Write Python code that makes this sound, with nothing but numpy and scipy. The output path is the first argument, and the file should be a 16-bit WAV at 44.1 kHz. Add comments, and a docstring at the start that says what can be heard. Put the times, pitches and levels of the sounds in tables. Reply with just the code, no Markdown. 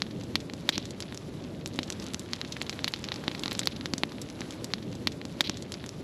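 """In the open, a few metres from a burning heap of cut branches, on a small camera's microphone.
Pockets of gas burst in the wood: sharp pops with a thud, a spitting tail and an echo off the ground.
The flames rush and flutter in the bass, sap hisses, twigs tick and steam sputters.
Faint thin tones come and go near 10-11 kHz. The microphone port rings near 4 kHz and dips near 9 kHz;
the gain ducks after loud pops. The sound loops after about 4.7 s."""
import sys
import numpy as np
from scipy import signal
from scipy.fft import rfft, irfft, next_fast_len
from scipy.io import wavfile
from scipy.ndimage import uniform_filter1d, minimum_filter1d, map_coordinates

SR = 44100
rng = np.random.default_rng(int(sys.argv[2]) if len(sys.argv) > 2 else 0)


def wav_record(signal):
    """Record a signal, one row per channel, as 16-bit PCM in the file named by sys.argv[1]."""
    frames = np.transpose(np.atleast_2d(signal))
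    bounded = np.clip(frames, -1, 1)
    # unit amplitude maps onto the largest positive 16-bit level
    quanta = np.round(bounded * 32767).astype(np.int16)
    wavfile.write(sys.argv[1], SR, quanta)


N = 265923

# gas pockets bursting: t/s, shock level/dB, sharpness/dB, spit level/dB, thud level/dB
BURSTS = [(.0203, -13, 2, -32, -31.5), (0.0663, -36, -6, -44, -53), (0.109, -38, 0, -44, -53),
          (0.211, -35, 7, -62, -40), (0.236, -36, 9.5, -45.5, -39), (0.3558, -9, 0.5, -35, -25.5),
          (0.3567, -19, -1.5, -29, -47), (.403, -49, 3, -37, -42), (0.4987, -27.5, -9.5, -53, -57),
          (0.5363, -27, 8, -44, -30), (0.6911, -7.5, -6.5, -25, -35), (0.6947, -18.5, 8, -33, -26),
          (0.729, -30, -1, -54, -54), (0.7799, -12.5, 5, -39, -23.5), (0.855, -27, 7, -40.5, -55),
          (0.9076, -27.5, 9, -42, -62), (1.0043, -21.5, 10, -35.5, -52), (1.0243, -24.5, 3, -38, -46),
          (1.1246, -30, -10, -51, -33), (1.146, -27.5, 9, -45, -47), (1.1753, -26, 6.5, -48, -57),
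          (1.6601, -20, 6.5, -35, -30), (1.79, -15.5, -7, -33, -22.5), (1.6755, -29, 13.5, -45, -53),
          (1.76, -33, 10, -41.5, -45), (1.8316, -25, 6, -34.5, -62), (1.9026, -16, 8, -39, -53),
          (1.924, -25.5, 7.5, -35, -68), (1.9992, -28.5, 5, -43, -67), (2.024, -32, 5, -40, -54),
          (2.042, -32, 9.5, -55, -50), (2.066, -27, 8, -45, -53), (2.0854, -32, 7.5, -58, -59),
          (2.136, -23.5, 12, -39, -34), (2.1453, -15.5, 6.5, -51, -39), (2.195, -30.5, 11, -38.5, -47),
          (2.334, -14, 2.5, -34.5, -70), (2.4147, -18, 1, -45, -67), (2.449, -30.5, -4, -40, -46),
          (2.5219, -31, 4, -30, -55), (2.567, -25.5, -10, -38.5, -49), (2.616, -17.5, -5.5, -42, -44),
          (2.622, -26, 11, -43, -50), (2.665, -51, -6, -39.5, -63), (2.6956, -16.5, 5, -32, -32.5),
          (2.728, -27.5, -11, -36, -44), (2.7916, -24, -9, -46, -52), (2.8443, -11.5, 2, -29, -36),
          (2.879, -15.5, -3, -29.5, -36), (2.883, -21, 16, -41, -55), (2.9382, -15, -1, -33, -59),
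          (2.9617, -28, 4, -43, -51), (3.0419, -22, 3, -33, -46), (3.0876, -22.5, -3, -43, -56),
          (3.1196, -17.5, -4, -35, -43), (3.142, -25.5, 4, -50, -57), (3.1595, -30.5, 2, -40, -58),
          (3.239, -32, -15, -37, -54), (3.2803, -13, -2, -36, -21), (3.315, -25, -5, -39, -48),
          (3.3496, -25, -9, -39.5, -53), (3.3948, -24, 9.5, -42.5, -56), (3.4356, -20.5, -0.5, -35, -33),
          (3.459, -17.5, 1, -39, -29), (3.4807, -20, 2.5, -55, -31), (3.5117, -29, 2, -30.5, -44),
          (3.519, -20.5, -2, -44, -32), (3.53, -25.5, 15, -42, -46), (3.5513, -23, 3.5, -41, -39),
          (3.593, -13, 9.5, -25, -31), (3.6162, -26.5, -12, -52, -54), (3.632, -27, 0, -32, -49),
          (3.6574, -25.5, 9, -36.5, -32), (3.673, -7.5, 1.5, -28, -31), (3.762, -38, 2, -36.5, -48),
          (3.811, -26, -1, -55, -51), (3.8582, -18, 2, -34.5, -35), (3.9367, -14.5, 4.5, -37, -21.5),
          (3.981, -21, 7.5, -34, -30), (4.035, -9, -4, -40, -20.5), (4.1203, -34, -19, -42, -47),
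          (4.184, -32, -7, -65, -100), (4.216, -39, 11.5, -33.5, -68), (4.301, -32.5, 8, -58, -64),
          (4.4071, -26, 7.5, -41, -28), (4.4175, -27, -9, -47, -55), (4.5081, -26, 8.5, -45, -58),
          (4.524, -30.5, 6, -63, -51), (4.644, -22.5, 10, -33.5, -47)]
# how hard the heap burns: t/s, roar level/dB, hiss level/dB
FIRE_LEVELS = [(0.0, -38, -54.5), (0.92, -40, -54), (1.5, -39.5, -54), (1.96, -38, -53.5), (2.31, -42, -53),
               (2.68, -41.5, -51.5), (3.18, -38.5, -51.5), (3.51, -38, -51), (3.73, -39, -52.5),
               (4.72, -39, -54)]
# spectrum of the burning gas: f/Hz, level/dB
ROAR_SPECTRUM = [(25, -17.5), (87, -1.5), (120, 0.5), (308, -1), (426, -8.5), (600, -11), (800, -28),
                 (1500, -49.5)]
# spectrum of the hissing sap: f/Hz, level/dB
HISS_SPECTRUM = [(400, 10), (800, 21), (2000, 12), (4000, 7.5), (7000, 3), (11000, 0.5), (13000, -12),
                 (13900, -60)]
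# the brief ring after a pop of sharpness 0: f/Hz, level against the shock/dB
POP_RING = [(1800, -11), (3800, -9)]
# steam from fresh splits: t/s, level/dB, time to fall 60 dB/s
STEAM_JETS = [(0.724, -34.5, 0.35), (3.71, -44.5, 0.2)]
# spectrum of those jets: f/Hz, level/dB
STEAM_SPECTRUM = [(700, -30), (1900, 3), (3900, 10), (9000, -18)]
# faint gliding tones: start t/s, end t/s, first f/Hz, last f/Hz
THIN_TONES = [(0, .09, 10950, 11200), (1.007, 1.147, 10150, 10300), (3.57, 4.2, 11080, 10900),
              (4.15, 4.56, 10900, 11150)]
# stereo width at the microphone: f/Hz, side gain/dB
SIDE_GAIN = [(100, -76.5), (1000, -44), (4400, -37.5), (9500, -20), (11300, -4)]

POP_HZ, EDGE_HZ = 3647, 9500  # body of a burst of sharpness 0; its sharper front
RING_T60_S, SPIT_T60_S = 0.005, 0.052
SPIT_HZ, SPRAY_DB = 3600, -8  # the spray is the broad noise under the pitched spit
PORT_HZ, PORT_WIDTH_HZ, PORT_DB = 3800, 1400, -4
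DIP_HZ, DIP_WIDTH_HZ = 8780, 1130
TREBLE_CUT_HZ, TREBLE_CUT_DB, TOP_HZ = 13500, -27, 16650
LOOP_S = 283 / 60


def pops():
    """Gas bursts in the wood: a shock, higher when sharp, a short ring, a thud, then gas spitting out."""
    out = np.zeros((2, N + SR))
    t = np.arange(-SR // 100, SR // 12) / SR
    after = np.maximum(t, 0)
    for onset, shock_db, sharp_db, spit_db, thud_db in BURSTS:
        hz = np.clip(POP_HZ * amp(.5 * sharp_db), 900, 9000)
        edge_luck, push_luck, detune, pan = rng.standard_normal(4)
        edge = amp(-20 + 0.7 * sharp_db + 3 * edge_luck) * shock(t, EDGE_HZ, swings=.5)
        push = amp(-12.5 - 0.074 * sharp_db + 2 * push_luck) * shock(t, 0.29 * hz)
        crack = shock(t, hz) + edge + push + pop_ring(after, sharp_db, detune)
        blow = amp(shock_db) * crack + amp(thud_db) * thud(after)
        start = round((onset + t[0]) * SR)
        out[:, start:start + len(t)] += np.outer([1, pan], blow) + amp(spit_db) * spit(after, hz)
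    return out[:, :N]


def shock(t, hz, swings=0.56):
    """A pressure pulse, mostly inward then outward, about one swing at hz, centred on t = 0."""
    cycles = t * hz
    return np.sin(2 * np.pi * cycles - .75) * np.exp(-(cycles / swings) ** 2)


def pop_ring(t, sharp_db, detune):
    """A brief ring near 1.8 and 3.8 kHz after a pop: stronger on dull pops, higher on sharp ones."""
    mode_hz, mode_db = np.transpose(POP_RING)[..., None]
    db = mode_db + 3 * rng.standard_normal(mode_db.shape) - 0.3 * sharp_db
    hz = mode_hz * amp(0.5 * max(sharp_db, 0) + 0.5 * detune)
    return np.sum(amp(db - 60 * t / RING_T60_S) * np.sin(2 * np.pi * hz * t), axis=0)


def thud(t):
    """A heavy burst shoves the air, a slow swing or two, and knocks the log."""
    shove = np.sin(2 * np.pi * 270 * t) * np.exp(-((t - .0018) / 0.0025) ** 2)
    knock = amp(6 - 60 * t / 0.003) * np.sin(2 * np.pi * 560 * t)
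    return shove + knock


def spit(t, pop_hz):
    """Gas spits out after a burst: gritty noise that drops fast, then lingers."""
    fade = amp(-60 * (t / SPIT_T60_S) ** .75) * (t > 0)
    hz = max(pop_hz, SPIT_HZ)
    band = signal.butter(2, [0.5 * hz, 1.45 * hz], btype="band", fs=SR)
    grit = gritty(len(t), lumps_db=4)
    return fade * (unit(signal.lfilter(*band, grit)) + amp(SPRAY_DB) * grit)


def ground_echo(x, delay_s=.0037, db=-18):
    """The direct sound plus the weaker, duller copy that the ground sends back."""
    echo = filtered(x, lambda hz: amp(db) * np.exp(-2j * np.pi * hz * delay_s) / (1 + 1j * hz / 6000))
    return x + echo


def flames(flicker_hz=6000, flicker_db=2.5):
    """Burning gas roars and sap hisses; the treble of the hiss flickers on its own."""
    times, roar_db, hiss_db = np.transpose(FIRE_LEVELS)
    t = np.arange(N) / SR
    roar = amp(np.interp(t, times, roar_db)) * rush(ROAR_SPECTRUM)
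    hiss = amp(np.interp(t, times, hiss_db) + 1.2 * wobble(5.8)) * rush(HISS_SPECTRUM)
    treble = filtered(hiss, lambda hz: 1 / (1 + (flicker_hz / (hz + 1)) ** 4))
    return roar + hiss + treble * (amp(flicker_db * wobble(35)) - 1)


def twigs(count=2600, over_hiss_db=4, spread_db=3.6):
    """Small twigs tick in clumps, mostly faintly; the louder the hiss, the more they stand out."""
    when, size, pitch, pan = rng.random((count, 4)).T
    t = np.arange(-40, 40) / SR
    times, _, hiss_db = np.transpose(FIRE_LEVELS)
    starts = (when * N).astype(int)
    clumps_db = 2.5 * wobble(14) + 2.5 * wobble(70)
    busy_db = 2.8 * (np.interp(starts / SR, times, hiss_db) - hiss_db.mean())
    size_db = over_hiss_db - spread_db * np.log(1 - .98 * size)
    tick_db = hiss_db.mean() + busy_db + size_db + clumps_db[starts]
    ticks = amp(tick_db)[:, None] * shock(t, 1800 * amp(13 * pitch[:, None]), swings=0.6)
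    return np.array([lay(starts, ticks), lay(starts, ticks * np.sign(pan[:, None] - .5))])


def steam():
    """Jets of steam sputter from fresh splits and die away."""
    t = np.arange(N) / SR
    jets = sum(amp(db - 60 * np.maximum(t - onset, 0) / t60) * (t >= onset)
               for onset, db, t60 in STEAM_JETS)
    grit = gritty(N, lumps_db=5) * amp(3.5 * wobble(150))
    return jets * unit(shaped(grit, STEAM_SPECTRUM))


def thin_tones(level_db=-67.5):
    """Faint, thin, wavering tones glide near 10-11 kHz, dead centre."""
    t = np.arange(N) / SR
    out = np.zeros(N)
    for start, end, first_hz, last_hz in THIN_TONES:
        progress = np.clip((t - start) / (end - start), 0, 1)
        hz = first_hz + (last_hz - first_hz) * progress + 45 * wobble(220)
        swell = np.sqrt(np.sin(np.pi * progress)) * amp(level_db + 3 * wobble(30))
        out += swell * np.sin(2 * np.pi * np.cumsum(hz) / SR)
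    return out * [[1], [0]]


def rush(spectrum, patchy_db=1.2):
    """Two unrelated noises that share patches of random gain in time and pitch, at rms 1."""
    cells = signal.stft(rng.standard_normal((2, N)), nperseg=512)[2]
    patches = uniform_filter1d(rng.standard_normal(cells.shape[1:]), size=8, axis=0)
    patches = uniform_filter1d(patches, size=6, axis=1)
    pair = signal.istft(cells * amp(patchy_db * unit(patches)), nperseg=512)[1][:, :N]
    return unit(shaped(pair, spectrum))


def gritty(length, lumps_db):
    """Two noises made of short lumps of unequal size."""
    lumps = uniform_filter1d(rng.standard_normal(length), size=40)
    return unit(rng.standard_normal((2, length)) * amp(lumps_db * unit(lumps)))


def amp(db):
    """dB to gain."""
    return 10 ** (np.asarray(db) / 20)


def unit(x):
    """x at rms 1."""
    return x / np.sqrt(np.mean(x ** 2) + 1e-20)


def wobble(rate):
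    """A smooth random curve, rate knots a second."""
    knots = rng.standard_normal(int(N * rate / SR) + 4)
    return map_coordinates(knots, [np.arange(N) * rate / SR])


def filtered(x, response):
    """x through a complex frequency response."""
    size = next_fast_len(N + SR // 2)
    return irfft(rfft(x, size) * response(np.fft.rfftfreq(size, 1 / SR)), size)[..., :N]


def shaped(x, spectrum):
    """x through a curve of (f/Hz, level/dB) points on a log frequency axis."""
    f, db = np.transpose(spectrum)
    return filtered(x, lambda hz: amp(np.interp(np.log(hz + 1), np.log(f + 1), db)))


def lay(starts, sounds):
    """Sum rows of sound that begin at the given samples."""
    at = starts[:, None] + np.arange(sounds.shape[1])
    return np.bincount(at.ravel(), sounds.ravel(), N + sounds.shape[1])[:N]


def scene():
    """The fire from a few metres: mid and side rows become left and right, wide only in the treble."""
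    mid, side = flames() + ground_echo(pops()) + steam() + thin_tones() + twigs()
    side = shaped(side, SIDE_GAIN)
    return np.array([mid + side, mid - side])


def port(f):
    """The microphone port: one resonance and one dip."""
    band = lambda centre, width: 1j * f * width / (centre ** 2 - f ** 2 + 1j * f * width)
    ring = 1 + amp(PORT_DB) * band(PORT_HZ, PORT_WIDTH_HZ)
    dip = 1 - band(DIP_HZ, DIP_WIDTH_HZ)
    return ring * dip


def roll_off(f):
    """The treble falls away steeply above about 13.5 kHz, and the deep bass thins out."""
    shelf = amp(TREBLE_CUT_DB * np.clip((f - TREBLE_CUT_HZ) / 1200 + .5, 0, 1))
    return shelf * (1j * f / (40 + 1j * f)) ** 2


def duck(x, threshold_db=-14, smooth_s=0.053):
    """The camera's gain drops for a moment after loud peaks."""
    peak_db = 20 * np.log10(np.abs(x).max(axis=0) + 1e-9)
    over_db = np.maximum(peak_db - threshold_db, 0)
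    held_db = -minimum_filter1d(-over_db, size=441, origin=220)  # 10 ms peak hold
    pole = np.exp(-1 / (SR * smooth_s))
    return x * amp(-1.5 * signal.lfilter([1 - pole], [1, -pole], held_db))


def record(dry):
    """Microphone port colour, roll-off, ducking gain and rounded peaks, then the loop and a band limit."""
    x = duck(filtered(dry, lambda hz: port(hz) * roll_off(hz)))
    x = x / (1 + np.abs(x / .5) ** 6) ** (1 / 6)  # soft ceiling at 0.5
    looped = x[:, np.arange(N) % round(LOOP_S * SR)]
    return filtered(looped, lambda hz: hz < TOP_HZ)


dry = scene()
out = record(dry)
wav_record(out)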